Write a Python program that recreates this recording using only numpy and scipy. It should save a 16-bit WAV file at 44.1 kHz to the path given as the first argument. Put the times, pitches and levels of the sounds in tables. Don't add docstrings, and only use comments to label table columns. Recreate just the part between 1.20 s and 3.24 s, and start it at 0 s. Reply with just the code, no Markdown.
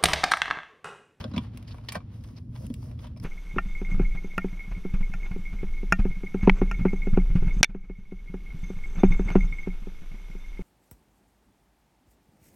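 import sys
import numpy as np
from scipy import signal
from scipy.fft import rfft, irfft, next_fast_len
from scipy.io import wavfile
from scipy.ndimage import map_coordinates

SR = 44100
rng = np.random.default_rng(int(sys.argv[2]) if len(sys.argv) > 2 else 0)


def persist_wave(psi):
    counts = np.round(np.clip(psi, -1, 1) * 32767).astype(np.int16)
    wavfile.write(sys.argv[1], SR, np.atleast_2d(counts).T)


N = 90052


def amp(db):
    return 10 ** (np.asarray(db) / 20)


def unit(x):
    return x / np.sqrt(np.mean(x ** 2) + 1e-20)


def along(points, hz):
    point_hz, values = np.transpose(points)
    return np.interp(np.log(hz + 1), np.log(point_hz + 1), values)


def curves(rows):
    times, *columns = np.transpose(rows)
    return [np.interp(np.arange(N) / SR, times, column) for column in columns]


def wobble(rate):
    knots = rng.standard_normal(int(N * rate / SR) + 4)
    return map_coordinates(knots, [np.arange(N) * rate / SR])


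def swell(start, length):
    return np.sin(np.pi * np.clip((np.arange(N) / SR - start) / length, 0, 1))


def filtered(x, response):
    size = next_fast_len(N + SR // 4)
    spectrum = rfft(x, size) * response(np.fft.rfftfreq(size, 1 / SR))
    return irfft(spectrum, size)[..., :N]


# (frequency [Hz], likeness [0 to 1])
LIKENESS = [(150, 1), (350, 0.83), (600, 0.12), (1000, 0.78), (3000, 0.44), (4800, .5), (7000, 1)]


def coloured(pair, spectrum):
    def mid_side_response(hz):
        angle = np.arccos(np.clip(along(LIKENESS, hz), -1, 1)) / 2
        return amp(along(spectrum, hz)) * [np.cos(angle), np.sin(angle)]

    mid, side = filtered(pair, mid_side_response)
    return unit(np.array([mid + side, mid - side]))


def noise(spectrum):
    return coloured(rng.standard_normal((2, N)), spectrum)


def strike(start, rise_s, t60):
    t = np.arange(N) / SR - start
    envelope = np.zeros(N)
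    on = (t > 0) & (t < 2 * t60)
    envelope[on] = (1 - np.exp(-t[on] / rise_s)) * amp(-60 * t[on] / t60)
    return t, envelope


# (frequency [Hz], relative level [dB])
RUMBLE_SPECTRUM = [(13, -45), (22, -50), (42, -2.5), (81, 2), (114, 0.5), (168, -8), (193, -9.5), (248, -8),
                   (272, -13.5), (395, -28.5), (476, -27.5), (574, -36), (900, -53), (1170, -51),
                   (1980, -120)]
# (time [s], level about RUMBLE_DB [dB])
RUMBLE_SWAY = [(0, 5.5), (.25, 1.5), (.7, -1.5), (1.25, 0), (1.5, 4), (1.7, 3), (1.9, 0.5), (2.04, 4)]
# (frequency [Hz], rms level [dB])
HUM_TONES = [(102, -49), (116, -46.5), (242, -54.5)]
# (frequency [Hz], relative level [dB])
HISS_SPECTRUM = [(200, -14), (600, 5), (1500, -9), (5000, -15), (16000, -31.5)]
RUMBLE_DB, HISS_DB = -40, -71.5


def cabin(drift_rad=0.76):
    t = np.arange(N) / SR
    hum = np.zeros(N)
    for hz, db in HUM_TONES:
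        phase = 2 * np.pi * hz * t + drift_rad * wobble(8.63)
        hum += amp(db) * np.sqrt(2) * np.sin(phase)
    rumble = amp(RUMBLE_DB + curves(RUMBLE_SWAY)[0]) * noise(RUMBLE_SPECTRUM)
    return hum + rumble + amp(HISS_DB) * noise(HISS_SPECTRUM)


# (time [s], level of the middle [dB], level of the treble [dB])
RUBBING = [(0, -44.5, -60), (.06, -55, -79), (.1, -60, -72), (.13, -55.5, -100), (.16, -51, -82),
           (.21, -55, -72.5), (.24, -52, -71), (.32, -65, -101), (.35, -57, -73.5), (.46, -63.5, -82),
           (.5, -56.5, -70), (.57, -58, -71), (.62, -63, -81), (.68, -58.5, -70), (.77, -49.5, -87),
           (.8, -64, -86), (.87, -69.5, -100), (.94, -58.5, -70), (1.01, -67, -75.5), (1.08, -61.5, -67),
           (1.15, -66.5, -76), (1.18, -55, -69), (1.21, -71.5, -79), (1.28, -89.5, -90.5),
           (1.36, -53, -66.5), (1.4, -65, -64.5), (1.455, -56, -62), (1.49, -71, -72), (1.58, -69.5, -70),
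           (1.64, -61, -63.5), (1.7, -62, -69), (1.77, -69.5, -82), (1.82, -58, -64.5), (1.85, -47.5, -68),
           (1.89, -66, -78), (1.94, -68, -90), (1.98, -94, -104), (2.04, -48.5, -52.5)]
# (frequency [Hz], relative level [dB])
SCRAPE_SPECTRUM = [(150, -5), (400, 6.5), (650, 3.5), (1100, 4), (1700, -2.5), (3200, -3.5), (5200, -11),
                   (7000, -20.5), (16000, -30.5)]
# (frequency [Hz], relative level [dB])
SKIN_SPECTRUM = [(2000, -47), (5000, 13), (7000, 5.5), (12000, 6), (16000, 1.5)]
SLIPS_PER_S, SLIP_SHARE = 500, 0.22


def rubbing(scrape_db=-1, skin_db=2, uneven_db=0.5):
    middle_db, treble_db = curves(RUBBING)
    slips = unit((rng.random(N) < SLIPS_PER_S / SR) * rng.standard_normal((2, N)))
    smooth = rng.standard_normal((2, N))
    friction = np.sqrt(SLIP_SHARE) * slips + np.sqrt(1 - SLIP_SHARE) * smooth
    scrape_level = amp(middle_db + scrape_db + uneven_db * wobble(58.9))
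    scrape = scrape_level * coloured(friction, SCRAPE_SPECTRUM)
    return scrape + amp(treble_db + skin_db) * noise(SKIN_SPECTRUM)


def grit(per_s=45, level_db=-8, t60=0.032):
    t = np.arange(SR // 20) / SR
    catches = (rng.random(N) < per_s / SR).astype(float)
    envelope = unit(signal.fftconvolve(catches, amp(-60 * t / t60))[:N])
    middle_db, treble_db = curves(RUBBING)
    crackle = amp(middle_db) * noise(SCRAPE_SPECTRUM) + amp(treble_db) * noise(SKIN_SPECTRUM)
    return amp(level_db) * envelope * crackle


# (frequency [Hz], relative level [dB])
HOUSING_MODES = [(465, -1), (533, 1), (614, 5.5), (720, -3.5), (976, 1), (1076, -1.5), (1220, -6),
                 (1400, -6.5), (1560, 3.5), (1818, 0.5), (1930, -6), (2364, -19)]
HOUSING_T60_S = .06
# (time [s], length [s], level [dB])
GRIP_SHIFTS = [(0.041, 0.052, -55.5), (0.554, 0.065, -60), (1.38, 0.11, -54.5), (1.62, 0.14, -60.5),
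               (1.829, 0.056, -61)]
# (frequency [Hz], relative level [dB])
GRIP_SPECTRUM = [(250, -14), (460, 5.5), (620, 13), (1100, -5), (2500, -27), (5000, -32)]


def groan(rub_db=-9, catches_per_s=220):
    t = np.arange(SR // 8) / SR
    housing_ring = np.zeros(len(t))
    for hz, db in HOUSING_MODES:
        housing_ring += amp(db - 60 * t / HOUSING_T60_S) * np.sin(2 * np.pi * hz * t)
    catches = (rng.random(N) < catches_per_s / SR) * np.sign(rng.standard_normal((2, N)))
    catches = coloured(catches, GRIP_SPECTRUM)
    ring = unit(signal.fftconvolve(catches, housing_ring[None], axes=1)[:, :N])
    level = amp(curves(RUBBING)[0] + rub_db)
    for start, length, db in GRIP_SHIFTS:
        level += amp(db) * swell(start, length)
    return ring * level


# (time [s], length [s], level [dB], resonance [Hz])
RIM_DRAGS = [(.002, 0.015, -49, 2800), (0.472, 0.013, -56, 4960), (0.505, 0.029, -52.5, 4060),
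             (1.16, 0.032, -56, 5030), (1.821, 0.062, -63, 3100)]
# (frequency [Hz], relative level [dB])
CLACK_SPECTRUM = [(700, -44), (1700, 1.5), (2400, 3.5), (3400, 0), (5200, -0.5), (6500, -10.5),
                  (9000, -17.5), (16000, -55)]


def drags(width_hz=1600, chatter_db=2):
    out = np.zeros((2, N))
    for start, length, db, centre_hz in RIM_DRAGS:
        def resonance(hz):
            damping = 1j * hz * width_hz
            return damping / (centre_hz ** 2 - hz ** 2 + damping)

        band = filtered(noise(CLACK_SPECTRUM), resonance)
        out += amp(db + chatter_db * wobble(250)) * swell(start, length) * unit(band)
    return out


# (time [s], hollow body level [dB], bright clack level [dB], sharp snap level [dB],
# decay t60 before each layer's hold factor [s], shell ring level [dB], centre of that ring [Hz])
CONTACTS = [(.011, -36, -41.5, -75, 0.026, -41, 3140), (0.041, -28.5, -45, -53, 0.018, -29, 3620),
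            (0.0411, -35, -37.5, -60, 0.027, -40.5, 5100), (0.113, -48, -62, -82, 0.046, -57, 4980),
            (.137, -38, -47.5, -75, 0.086, -48, 3930), (0.1625, -46, -36.5, -59, .05, -42, 3040),
            (.178, -32, -39, -66, 0.031, -27.5, 2490), (0.179, -49, -32.5, -42, 0.023, -25.5, 3360),
            (0.373, -44.5, -42, -39.5, 0.024, -45.5, 2700), (.426, -52, -53, -53.5, 0.029, -55, 2400),
            (0.4777, -64, -50, -63, 0.12, -51.5, 4800), (0.5439, -40, -62, -74, 0.033, -58, 2370),
            (.583, -43, -59, -65, 0.027, -49.5, 2380), (.647, -50, -68, -62, 0.027, -57.5, 4370),
            (0.6861, -39, -30, -44, 0.047, -32, 3050), (0.6882, -48, -30.5, -45, 0.032, -32, 4630),
            (0.721, -43, -37, -32.5, 0.053, -35, 2420), (0.7467, -39, -42, -45.5, 0.083, -41, 2390),
            (0.7539, -28, -35, -48, 0.052, -45, 2400), (.765, -38, -54, -50, 0.035, -45, 3050),
            (.804, -50, -61, -82, 0.053, -55, 2380), (1.038, -67, -50.5, -52.5, 0.033, -58, 3150),
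            (1.044, -49, -52, -66, 0.025, -53.5, 3320), (1.087, -47.5, -56, -75, 0.032, -60, 3200),
            (1.361, -41, -45, -55, 0.019, -49, 3330), (1.4661, -53, -51, -40, 0.02, -48, 2920),
            (1.5, -53, -55, -56, 0.04, -55, 3360), (1.5399, -57, -41.5, -40, 0.02, -41.5, 2940),
            (1.5397, -62, -49, -44, .015, -40.5, 8086), (1.628, -48.5, -55, -67, .024, -55, 4630),
            (1.713, -47.5, -51.5, -58, .022, -62, 2400), (1.790, -48, -51.5, -69, 0.047, -53.5, 3560),
            (1.843, -44.5, -59, -60, 0.041, -54, 3010), (1.869, -52.5, -53, -58, 0.044, -52, 3220),
            (1.963, -51.5, -59, -67, 0.032, -54.5, 2350), (1.972, -58, -58, -59, 0.062, -53, 5480),
            (1.999, -53, -49.5, -49.5, .019, -45.5, 5400)]
# (frequency [Hz], relative level [dB])
BODY_SPECTRUM = [(200, -48), (450, 1.5), (620, 1.5), (800, 0), (1050, 6.5), (1500, -6.5), (2200, -37),
                 (5000, -60)]
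# (frequency [Hz], relative level [dB])
SNAP_SPECTRUM = [(3000, -38), (5500, 2), (9000, 10.5), (12000, 8), (16000, 2.5)]


def clicks(rise_s=0.00071, snap_rise_s=0.0006, snap_hold=0.79):
    layers = [(BODY_SPECTRUM, rise_s, 1), (CLACK_SPECTRUM, rise_s, 1), (SNAP_SPECTRUM, snap_rise_s, snap_hold)]
    out = np.zeros((2, N))
    for k, (spectrum, rise, hold) in enumerate(layers):
        power = np.zeros(N)
        for start, *levels, t60, _, _ in CONTACTS:
            _, envelope = strike(start, rise, t60 * hold)
            power += (amp(levels[k]) * envelope) ** 2
        out += np.sqrt(power) * noise(spectrum)
    return out


def near(hz, centre_hz, octaves):
    return np.exp(-.5 * (np.log2(hz / centre_hz) / octaves) ** 2)


def mode(hz, t, apart_rad=.33):
    start_turns = rng.random()
    apart = apart_rad * rng.normal() * np.array([[1], [-1]])
    return np.sin(2 * np.pi * (hz * t + start_turns) + apart)


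SHELL_MODES = [2346, 2714, 3106, 3415, 3960, 4484, 4940, 5310, 7940]
SHELL_SPREAD_OCT = 0.11


def shell(rise_s=0.00037, ring_hold=1.07):
    out = np.zeros((2, N + SR))
    t = np.arange(SR // 10) / SR
    for start, *_, t60, db, centre_hz in CONTACTS:
        ring = sum(near(hz, centre_hz, SHELL_SPREAD_OCT) * mode(hz, t) for hz in SHELL_MODES)
        envelope = amp(db - 60 * t / (t60 * ring_hold)) * (1 - np.exp(-t / rise_s))
        first = round(start * SR)
        out[:, first:first + len(t)] += envelope * ring
    return out[:, :N]


# (time [s], level [dB], centre [Hz], spread [octaves])
FIRM_KNOCKS = [(.0412, -31, 469, 0.29), (.0418, -34.5, 1330, 0.17), (.164, -33.5, 833, 0.33),
               (.1775, -32, 1040, 0.2), (.7523, -31.5, 1010, 1.16), (.7635, -40, 770, 0.77),
               (1.425, -43, 468, 0.17), (1.504, -44, 477, 0.29), (1.964, -50, 610, 0.21)]


def housing(scatter_db=1, rise_s=0.00062):
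    out = np.zeros((2, N))
    for start, db, centre_hz, octaves in FIRM_KNOCKS:
        t, envelope = strike(start, rise_s, HOUSING_T60_S)
        on = envelope > 0
        ring = 0
        for hz, level in HOUSING_MODES:
            gain = amp(level + scatter_db * rng.normal()) * near(hz, centre_hz, octaves)
            ring = ring + gain * mode(hz, t[on])
        out[:, on] += amp(db) * envelope[on] * ring
    return out


# (time [s], level before a shared lift [dB], pitch [Hz])
PANEL_THUMPS = [(.054, -25.5, 223.4), (0.1156, -28.5, 246), (0.141, -21.5, 218.5), (0.1512, -24, 198.8),
                (0.1695, -14, 198), (0.1825, -16, 221), (0.347, -32.5, 238.4), (.762, -25, 190.4),
                (.778, -34.5, 146), (1.4428, -25.5, 207), (1.5032, -21.5, 238.5), (1.51, -30.5, 148),
                (1.534, -31, 148), (1.293, -29.5, 113), (1.345, -30.5, 116)]
# (ratio to the pitch, relative level [dB])
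PANEL_MODES = [(0.522, -6.5), (1.001, 1.5), (1.5, -37), (2.3, -26)]
THUMP_RISE_S, THUMP_T60_S, THUMP_LIFT_DB = 0.0037, 0.054, 4


def panel():
    out = np.zeros(N)
    for start, db, hz in PANEL_THUMPS:
        t, envelope = strike(start, THUMP_RISE_S, THUMP_T60_S)
        ring = sum(amp(level) * np.sin(2 * np.pi * hz * ratio * t) for ratio, level in PANEL_MODES)
        out += amp(db + THUMP_LIFT_DB) * envelope * ring
    return out


def footwell(x, wet_db=-16, t60=0.09):
    t = np.arange(SR // 5) / SR
    tail = rng.standard_normal((2, len(t))) * amp(-60 * t / t60) * (t > .003)
    tail = signal.sosfilt(signal.butter(1, 5000, fs=SR, output="sos"), tail)
    tail = tail / np.linalg.norm(tail[0])
    return x + amp(wet_db) * signal.fftconvolve(x, tail, axes=1)[:, :N]


def scene():
    contacts = footwell(clicks() + shell() + housing())
    hand = panel() + rubbing() + grit() + drags() + groan()
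    return contacts + hand + cabin()


# (frequency [Hz], level [dB])
MICROPHONE_RESPONSE = [(20, -2), (5800, -1.5), (14500, -2.5), (15600, -1), (16100, -21)]
# (frequency [Hz], difference [dB])
LEFT_LOUDER_DB = [(400, 0), (630, 5.5), (1000, -1), (2400, 0), (3400, 0.5), (4300, -1.5), (5500, 0)]
# (frequency [Hz], lead [radians])
LEFT_LEAD_RAD = [(200, 0), (2000, .4), (5200, .75), (7400, 3.1), (10500, 6.3), (13600, 9.4), (16000, 11.8)]
TOP_HZ = 16500


def record(dry):
    half = np.array([[1], [-1]]) / 2

    def response(hz):
        level = amp(half * along(LEFT_LOUDER_DB, hz))
        phase = np.exp(1j * half * along(LEFT_LEAD_RAD, hz))
        return amp(along(MICROPHONE_RESPONSE, hz)) * level * phase * (hz < TOP_HZ)

    return filtered(dry, response)


dry = scene()
out = record(dry)
persist_wave(out)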